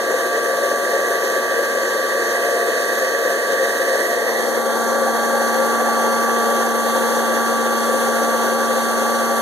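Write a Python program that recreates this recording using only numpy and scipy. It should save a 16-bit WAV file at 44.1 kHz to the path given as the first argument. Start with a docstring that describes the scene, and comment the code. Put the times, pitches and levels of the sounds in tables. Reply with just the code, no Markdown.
"""On a workbench, a hot-air popper roasts coffee beans, heard from close above its plastic hood.
Filtered noise makes the fan's rush through the chamber; sines locked to one shaft make the hum, blade tone
and motor whine; a repeating comb makes the brushes, and short noise bursts make the patter of the beans.
After four seconds the stereo camera moves down to the open spout, where hum and blade tone are stronger."""
import sys
import numpy as np
from scipy import signal
from scipy.fft import rfft, irfft
from scipy.io import wavfile
from scipy.ndimage import map_coordinates

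SR = 44100
rng = np.random.default_rng(int(sys.argv[2]) if len(sys.argv) > 2 else 0)


def inscribe(sig):
    """Save sig as 16-bit PCM at rate SR to the path in sys.argv[1].

    A 1-D sig is mono; a 2-D sig holds one channel per row.
    Samples are clipped to [-1, 1] before scaling.
    """
    pcm = np.round(np.clip(np.atleast_2d(sig).T, -1, 1) * 32767)
    wavfile.write(sys.argv[1], SR, pcm.astype(np.int16))


N = 414981
TIME = np.arange(N) / SR  # s
FREQ = np.arange(N // 2 + 1) * SR / N  # Hz
SIDES = np.array([[1], [-1]])  # left, right

# where the camera is: time_s, place (0 above the hood, 1 at the spout)
PLACE = [(0, 0), (4.1, 0.012), (4.42, 0.51), (4.85, 0.84), (6.0, 1), (9.4, 1)]
# motor partials before the final filters:
# multiple of the shaft rate (used rounded), above_hood_db, at_spout_db
PARTIALS = [(2, -31, -34), (3, -32, -34.5), (6, -52, -38.5), (7, -31, -32), (8, -41, -43), (9, -45, -43.5),
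            (11, -47, -63), (14, -49, -48.5), (16, -54, -54), (17, -53, -57), (18, -47, -50.5),
            (19, -47.5, -47), (28, -57, -58), (29, -53, -53.5), (30, -48, -62), (31, -60, -50),
            (32, -60, -45.5), (34, -46, -54), (35, -49, -48), (36, -51, -58), (37, -52, -50),
            (38, -46.5, -51.5), (39, -52, -52), (40, -58, -51), (41, -50, -43.5), (42, -59, -49),
            (44, -60, -49), (45, -56, -46), (46, -51, -50), (50, -50, -52), (51, -53, -56), (52, -53, -54),
            (61, -56, -63), (62, -59, -64), (62.74, -61, -57)]
# stereo spread of rush and whine before widening: pitch_hz, side_minus_mid_db
SPREAD = [(60, 10), (150, 0.5), (300, -7), (520, -17), (750, -16), (1100, -4), (1500, -2.5), (1900, 9),
          (2100, 9.5), (2320, 10), (2550, 49), (2800, 3.5), (3500, 0), (4600, -2.5), (5200, 20),
          (5500, 1.5), (6000, -0.5), (7400, -1), (7800, 20), (8200, -0.5), (12200, -1), (12950, 7),
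          (13500, -1)]


def undb(db):
    """Decibels to gain."""
    return 10 ** (np.asarray(db) / 20)


def curve(rows, axis=1):
    """One column of a time table at every sample."""
    rows = np.array(rows)
    return np.interp(TIME, rows[:, 0], rows[:, axis])


def spectrum(rows, hz=FREQ, axis=1):
    """One column of a frequency table, joined on a log axis."""
    rows = np.array(rows)
    return np.interp(np.log(hz + 1), np.log(rows[:, 0]), rows[:, axis])


def colour(x, db):
    """Filter by a gain for every frequency."""
    return irfft(rfft(x) * undb(db), N)


def walk(rate_hz):
    """Smooth random wandering with a spread near 1, through rate_hz random points a second."""
    points = rng.standard_normal(2048)
    coarse = np.arange(0, N + 64, 64)
    smooth = map_coordinates(points, [coarse / SR * rate_hz], mode="wrap")
    return np.interp(np.arange(N), coarse, smooth)


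def stereo(mid, side, side_db):
    """Left and right from a shared and an opposed part, at constant power."""
    share = undb(side_db)
    return (mid + SIDES * share * side) / np.sqrt(1 + share ** 2)


def airflow(place, trim_db=-0.5, flutter_db=0.79, flutter_hz=45):
    """Fan turbulence rushes through the chamber; its colour depends on where it is heard from."""
    # rush density before the trim and the peaks: pitch_hz, above_hood_db_per_hz, at_spout_db_per_hz
    rush_table = [(30, -95, -85), (75, -90, -88.5), (168.6, -73, -69.7), (381, -53, -53),
                  (628, -52.5, -55.5), (744, -60, -52.5), (1395, -63, -62.5), (1704, -51.6, -54),
                  (2247, -70.5, -68), (5510, -76, -76.5), (5770, -67.5, -64.5), (8100, -73.5, -75),
                  (11500, -74, -70.5), (13100, -83.5, -79)]
    # peaks and dips in the colour of the rush, above the hood and at the spout:
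    # pitch_hz, width_hz, lift_above_db, lift_spout_db
    peak_table = [(370, 37, 2.5, 0.5), (485, 67, 3, 2.5), (539, 62.3, 11.5, 11.5), (682, 24, 7, 1),
                  (832, 74, -0.5, 2.5), (980, 43, -1, -4), (1226, 32, 3.5, -4.5), (1315, 40, 0, -3),
                  (1365, 55, -6.5, 5.5), (1460, 47, -2, 4), (1925, 250, 9.5, 1), (2460, 220, -4.5, -10),
                  (3030, 210, 4.5, -13.5), (3084, 780, 1, 10.5), (3800, 590, 4, -1), (4454, 330, 3.5, 7),
                  (5240, 400, 5.5, -0.5), (7030, 210, 0, 0.5), (9300, 300, -4.5, 0)]
    mid, side = rfft(rng.standard_normal((2, N)))
    noise = stereo(mid, side, spectrum(SPREAD)) * np.sqrt(SR / 2)  # unit power per Hz
    above_db = spectrum(rush_table, axis=1) + trim_db
    spout_db = spectrum(rush_table, axis=2) + trim_db
    for hz, width, lift_above, lift_spout in peak_table:
        bell = 1 / (1 + (2 * (FREQ - hz) / width) ** 2)
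        above_db = above_db + lift_above * bell
        spout_db = spout_db + lift_spout * bell
    above = irfft(noise * undb(above_db), N)
    spout = irfft(noise * undb(spout_db), N)
    rush = (1 - place) * above + place * spout
    # the tumbling beans choke and free the stream
    return rush * undb(flutter_db * walk(flutter_hz))


def surge(rush, centre_hz=530, width_hz=90, depth_db=1.2, rate_hz=13):
    """The main air resonance throbs unevenly, as narrow noise does."""
    tone = irfft(rfft(rush) * np.exp(-((FREQ - centre_hz) / width_hz) ** 2), N)
    return rush + tone * (undb(depth_db * walk(rate_hz)) - 1)


def hood(rush, ring_hz=1880, width_hz=300):
    """The hood's upper ring, a band of the rush, swells and fades as the camera moves."""
    # the ring grows toward the rim, drops past it, swells again at the spout, then settles:
    # time_s, extra_level_db
    ring_table = [(0, -2.9), (3.8, 1.5), (4.45, 2.5), (4.8, -2.2), (5.5, 2.6), (7.3, 0), (9.4, -0.77)]
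    ring = irfft(rfft(rush) * np.exp(-((FREQ - ring_hz) / width_hz) ** 2), N)
    return rush + ring * (undb(curve(ring_table)) - 1)


def brushes(shaft, place, shaft_hz, above_db=-58, spout_db=-57, scatter_db=3, size=2048):
    """The brushes scrape the same pattern every turn: a thin comb between the motor's partials."""
    # colour of the comb, relative: pitch_hz, level_db
    brush_table = [(3000, 0.5), (3900, -2.5), (4700, 6), (5100, -25), (5600, -11), (6400, -10), (7400, 5),
                   (9500, -1.5), (11800, -2), (13000, -5), (14200, 0), (15000, -3)]
    orders = np.setdiff1d(np.arange(13, 68), np.round(np.array(PARTIALS)[:, 0]))
    shape = (2, len(orders))  # left and right differ
    angle = shaft / (2 * np.pi) % 1 * size  # table position within the turn
    scrape = 0
    for weight in ((1 - place) * undb(above_db), place * undb(spout_db)):
        line_db = spectrum(brush_table, orders * shaft_hz) + scatter_db * rng.standard_normal(shape)
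        lines = np.zeros((2, size // 2 + 1), complex)
        lines[:, orders] = undb(line_db) * np.exp(2j * np.pi * rng.random(shape))
        turns = irfft(lines) * size / np.sqrt(2)  # one turn of the shaft for each side
        comb = np.array([np.interp(angle, np.arange(size), turn) for turn in turns])
        scrape = scrape + weight * comb
    return scrape


def whine(shaft, place, shaft_hz, waver_db=1.5, waver_hz=2.987, low_blur=0.9, blur=0.12, blur_hz=22):
    """Partials of the motor; all waver slightly in phase (radians), the lowest ones most."""
    tones = 0
    for multiple, above_db, spout_db in PARTIALS:
        order = round(multiple)
        phase = order * shaft + (low_blur if multiple < 4 else blur) * walk(blur_hz)
        phase = phase + rng.uniform(0, 2 * np.pi)
        gain = undb(above_db * (1 - place) + spout_db * place + waver_db * walk(waver_hz))
        side_db = spectrum(SPREAD, order * shaft_hz)
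        tones = tones + gain * stereo(np.cos(phase), np.sin(phase), side_db)
    return np.sqrt(2) * tones


def fan(shaft, place, blades=5, ripple_hz=120, ripple_db=-19):
    """Imbalance hums once a turn, louder at the spout; the blades sing, with a mains-ripple sideband."""
    # the blade tone fades as the hood shades the fan, and is strong at the open spout:
    # time_s, level_db before the trim
    blade_table = [(0.08, -31), (0.21, -29), (4.03, -32.5), (4.34, -35.5), (4.83, -27.5), (6.42, -24),
                   (6.78, -26), (9.3, -26)]
    hum_above_db, hum_spout_db = -48.5, -31
    side_above_db, side_spout_db = 6, 1  # opposed part of the hum against its shared part
    blade_trim_db, blade_waver_db, blade_waver_hz = -1, 0.5, 14
    blade_blur, blade_blur_hz = 0.08, 25  # radians, Hz

    side = undb(side_above_db * (1 - place) + side_spout_db * place)
    hum_gain = undb(hum_above_db * (1 - place) + hum_spout_db * place)
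    hum = hum_gain * (np.cos(shaft) + SIDES * side * np.sin(shaft))

    passing = blades * shaft + blade_blur * walk(blade_blur_hz)
    sideband = undb(ripple_db) * np.cos(passing + 2 * np.pi * ripple_hz * TIME)
    blade_db = curve(blade_table) + blade_trim_db + blade_waver_db * walk(blade_waver_hz)
    blade = undb(blade_db) * (np.cos(passing) + sideband)
    return np.sqrt(2) * (hum + blade)


def beans(place, size_db=4, ring_s=0.00095, count=14000):
    """Beans tick on the wall and each other, bunched by the swirl: many light touches, a few hard ones."""
    # colour of a bean striking the wall, relative: pitch_hz, level_db
    bean_table = [(1200, -76), (3300, 11), (5000, -9), (6200, 14.5), (8500, -5), (11800, 9.5), (15000, -15)]
    above_db, spout_db = -41.5, -46.5
    bunch_db, bunch_hz = 1.5, 17
    swirl_db, swirl_hz = 1.6, 2.55
    at = rng.integers(0, N, count)
    force = undb(size_db * np.minimum(rng.exponential(size=count), 6))
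    strikes = np.bincount(at, force ** 2, N) + 1e-18  # tiny floor keeps the root real
    energy = signal.lfilter([1], [1, -np.exp(-2 / (ring_s * SR))], strikes)
    patter = colour(np.sqrt(energy) * rng.standard_normal((2, N)), spectrum(bean_table))
    patter = patter * undb(bunch_db * walk(bunch_hz))
    level_db = above_db * (1 - place) + spout_db * place + swirl_db * walk(swirl_hz)
    return patter / np.std(patter) * undb(level_db)


def churn(sound, flicker_db=0.74, flicker_hz=11, count=9):
    """The shifting heap colours the hiss: neighbouring bands flicker on their own."""
    whole, out = rfft(sound), sound
    for hz in np.geomspace(3200, 12000, count):
        band = irfft(whole * np.exp(-(10 * (FREQ / hz - 1)) ** 2), N)
        out = out + band * (undb(flicker_db * walk(flicker_hz)) - 1)
    return out


def bench(sound, echo_db=-18, edge_hz=3000):
    """The bench mirrors the treble: fine ripples of colour that slide as the camera moves."""
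    # extra path of the echo from the bench: time_s, detour_m
    detour_table = [(0, 1.0), (1.2, .97), (4.1, .9), (4.9, .72), (6.2, .66), (7.2, .7), (9.4, .69)]
    treble = irfft(rfft(sound) * (1 - 1 / (1 + (FREQ / edge_hz) ** 8)), N)
    late = TIME - curve(detour_table) / 343  # speed of sound in m/s
    echo = np.array([np.interp(late, TIME, side) for side in treble])
    return sound + undb(echo_db) * echo


def sweeps(sound, size=2048):
    """Some bands briefly dip or swell; a few near the rim and the spout glide upward."""
    # bands that dip or swell for a moment, early, at the rim and at the spout:
    # centre_time_s, length_s, centre_hz, glide_hz_per_s, width_hz, lift_db
    band_table = [(.45, 0.78, 9450, 0, 300, 4), (1.95, 0.89, 700, 0, 120, -5),
                  (4.195, 0.45, 1680, 0, 300, -3.5), (4.42, 0.63, 1550, 596.5, 280, -6),
                  (4.85, 1.1, 2840, -2, 600, -6.5), (5.95, .5, 1650, 2, 300, -1.5),
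                  (5.5, 0.86, 4370, 2, 500, 1.5), (5.75, 2.6, 860, 6, 260, 3),
                  (6.102, .6, 3920, 500, 600, -4.5), (6.4, 0.55, 3300, 0, 600, 2),
                  (6.796, 0.3, 640, 0, 600, -1.3), (6.87, 0.26, 1380, 0, 300, -4),
                  (7.404, 0.9, 3630, 0, 500, 2.5)]
    overlap = size - size // 4
    hz, t, frames = signal.stft(sound, SR, nperseg=size, noverlap=overlap)
    db = 0
    for at, length, centre, glide, width, lift in band_table:
        away = (hz[:, None] - centre - glide * (t - at)) / width
        db = db + lift * np.exp(-(2 * (t - at) / length) ** 2 - (2 * away) ** 2)
    return signal.istft(frames * undb(db), SR, nperseg=size, noverlap=overlap)[1][:, :N]


def aim(sound, edge_hz=2600, sway_db=0.22, sway_hz=7.7):
    """The treble beams, so its level follows the camera's aim and sways with the hand."""
    # the hiss comes up slowly at first, then dips and recovers: time_s, treble_level_db before the sway
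    treble_table = [(0, -1.4), (1.9, -0.36), (3.7, 0.23), (4.9, -0.62), (6.3, -0.18), (9.4, 0.22)]
    treble = irfft(rfft(sound) * (1 - 1 / (1 + (FREQ / edge_hz) ** 10)), N)
    return sound + treble * (undb(curve(treble_table) + sway_db * walk(sway_hz)) - 1)


def scene():
    """One shaft drives the tones and the brushes; its speed trembles slightly with the load."""
    # the motor sags a little under its load and recovers: time_s, shaft_rate_hz before the tremble
    speed_table = [(0, 230.8), (1.2, 230.8), (3.2, 230.3), (4.5, 230.1), (5.3, 230.4), (6.6, 230.6),
                   (7.3, 230.45), (9.4, 230.5)]
    place = np.clip(curve(PLACE), 0, 1)
    hz = curve(speed_table) + 0.09 * walk(12)
    shaft = 2 * np.pi * np.cumsum(hz) / SR
    popper = hood(surge(airflow(place)))
    popper = popper + brushes(shaft, place, hz.mean()) + whine(shaft, place, hz.mean())
    popper = popper + fan(shaft, place) + beans(place)
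    return aim(sweeps(bench(churn(popper))))


def record(dry, full_hz=1250, lag_s=17 / 44100, top_hz=15150):
    """The camera widens its stereo: above the bass, each side subtracts the delayed other microphone."""
    # balance at the microphones, before the widening: pitch_hz, left_minus_right_db
    balance_table = [(1100, 0), (1500, -7), (1850, -10), (2300, -2), (2600, 0), (3100, 5), (4500, 3),
                     (6000, 5), (15000, 4.5)]
    # balance applied after the widening: pitch_hz, left_minus_right_above_db, left_minus_right_spout_db
    lean_table = [(150, 2.5, 1), (227, -2, -.5), (280, 0.5, 0.5), (486, 4.5, 8.5), (700, 1, -1.5),
                  (890, 2, -1), (1300, 0.5, 0), (1820, -6, -6), (2200, 0, 0), (2900, 0, 0), (3150, 0, 1.5),
                  (4600, 0, 0)]
    place = np.clip(curve(PLACE), 0, 1)
    balance = undb(SIDES * spectrum(balance_table) / 2)
    ports = rfft(dry) * balance / np.sqrt(np.mean(balance ** 2, axis=0))
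    share = np.minimum(FREQ / full_hz, 1) ** 3  # full subtraction from full_hz upward
    delayed_other = np.exp(-2j * np.pi * FREQ * lag_s) * ports[::-1]
    wide = (ports - share * delayed_other) / np.sqrt(1 + share ** 2)
    above = irfft(wide * undb(SIDES * spectrum(lean_table, axis=1) / 2), N)
    spout = irfft(wide * undb(SIDES * spectrum(lean_table, axis=2) / 2), N)
    low_pass = signal.ellip(10, 0.2, 80, top_hz, fs=SR, output="sos")
    return signal.sosfilt(low_pass, (1 - place) * above + place * spout)


dry = scene()
out = record(dry)
inscribe(out)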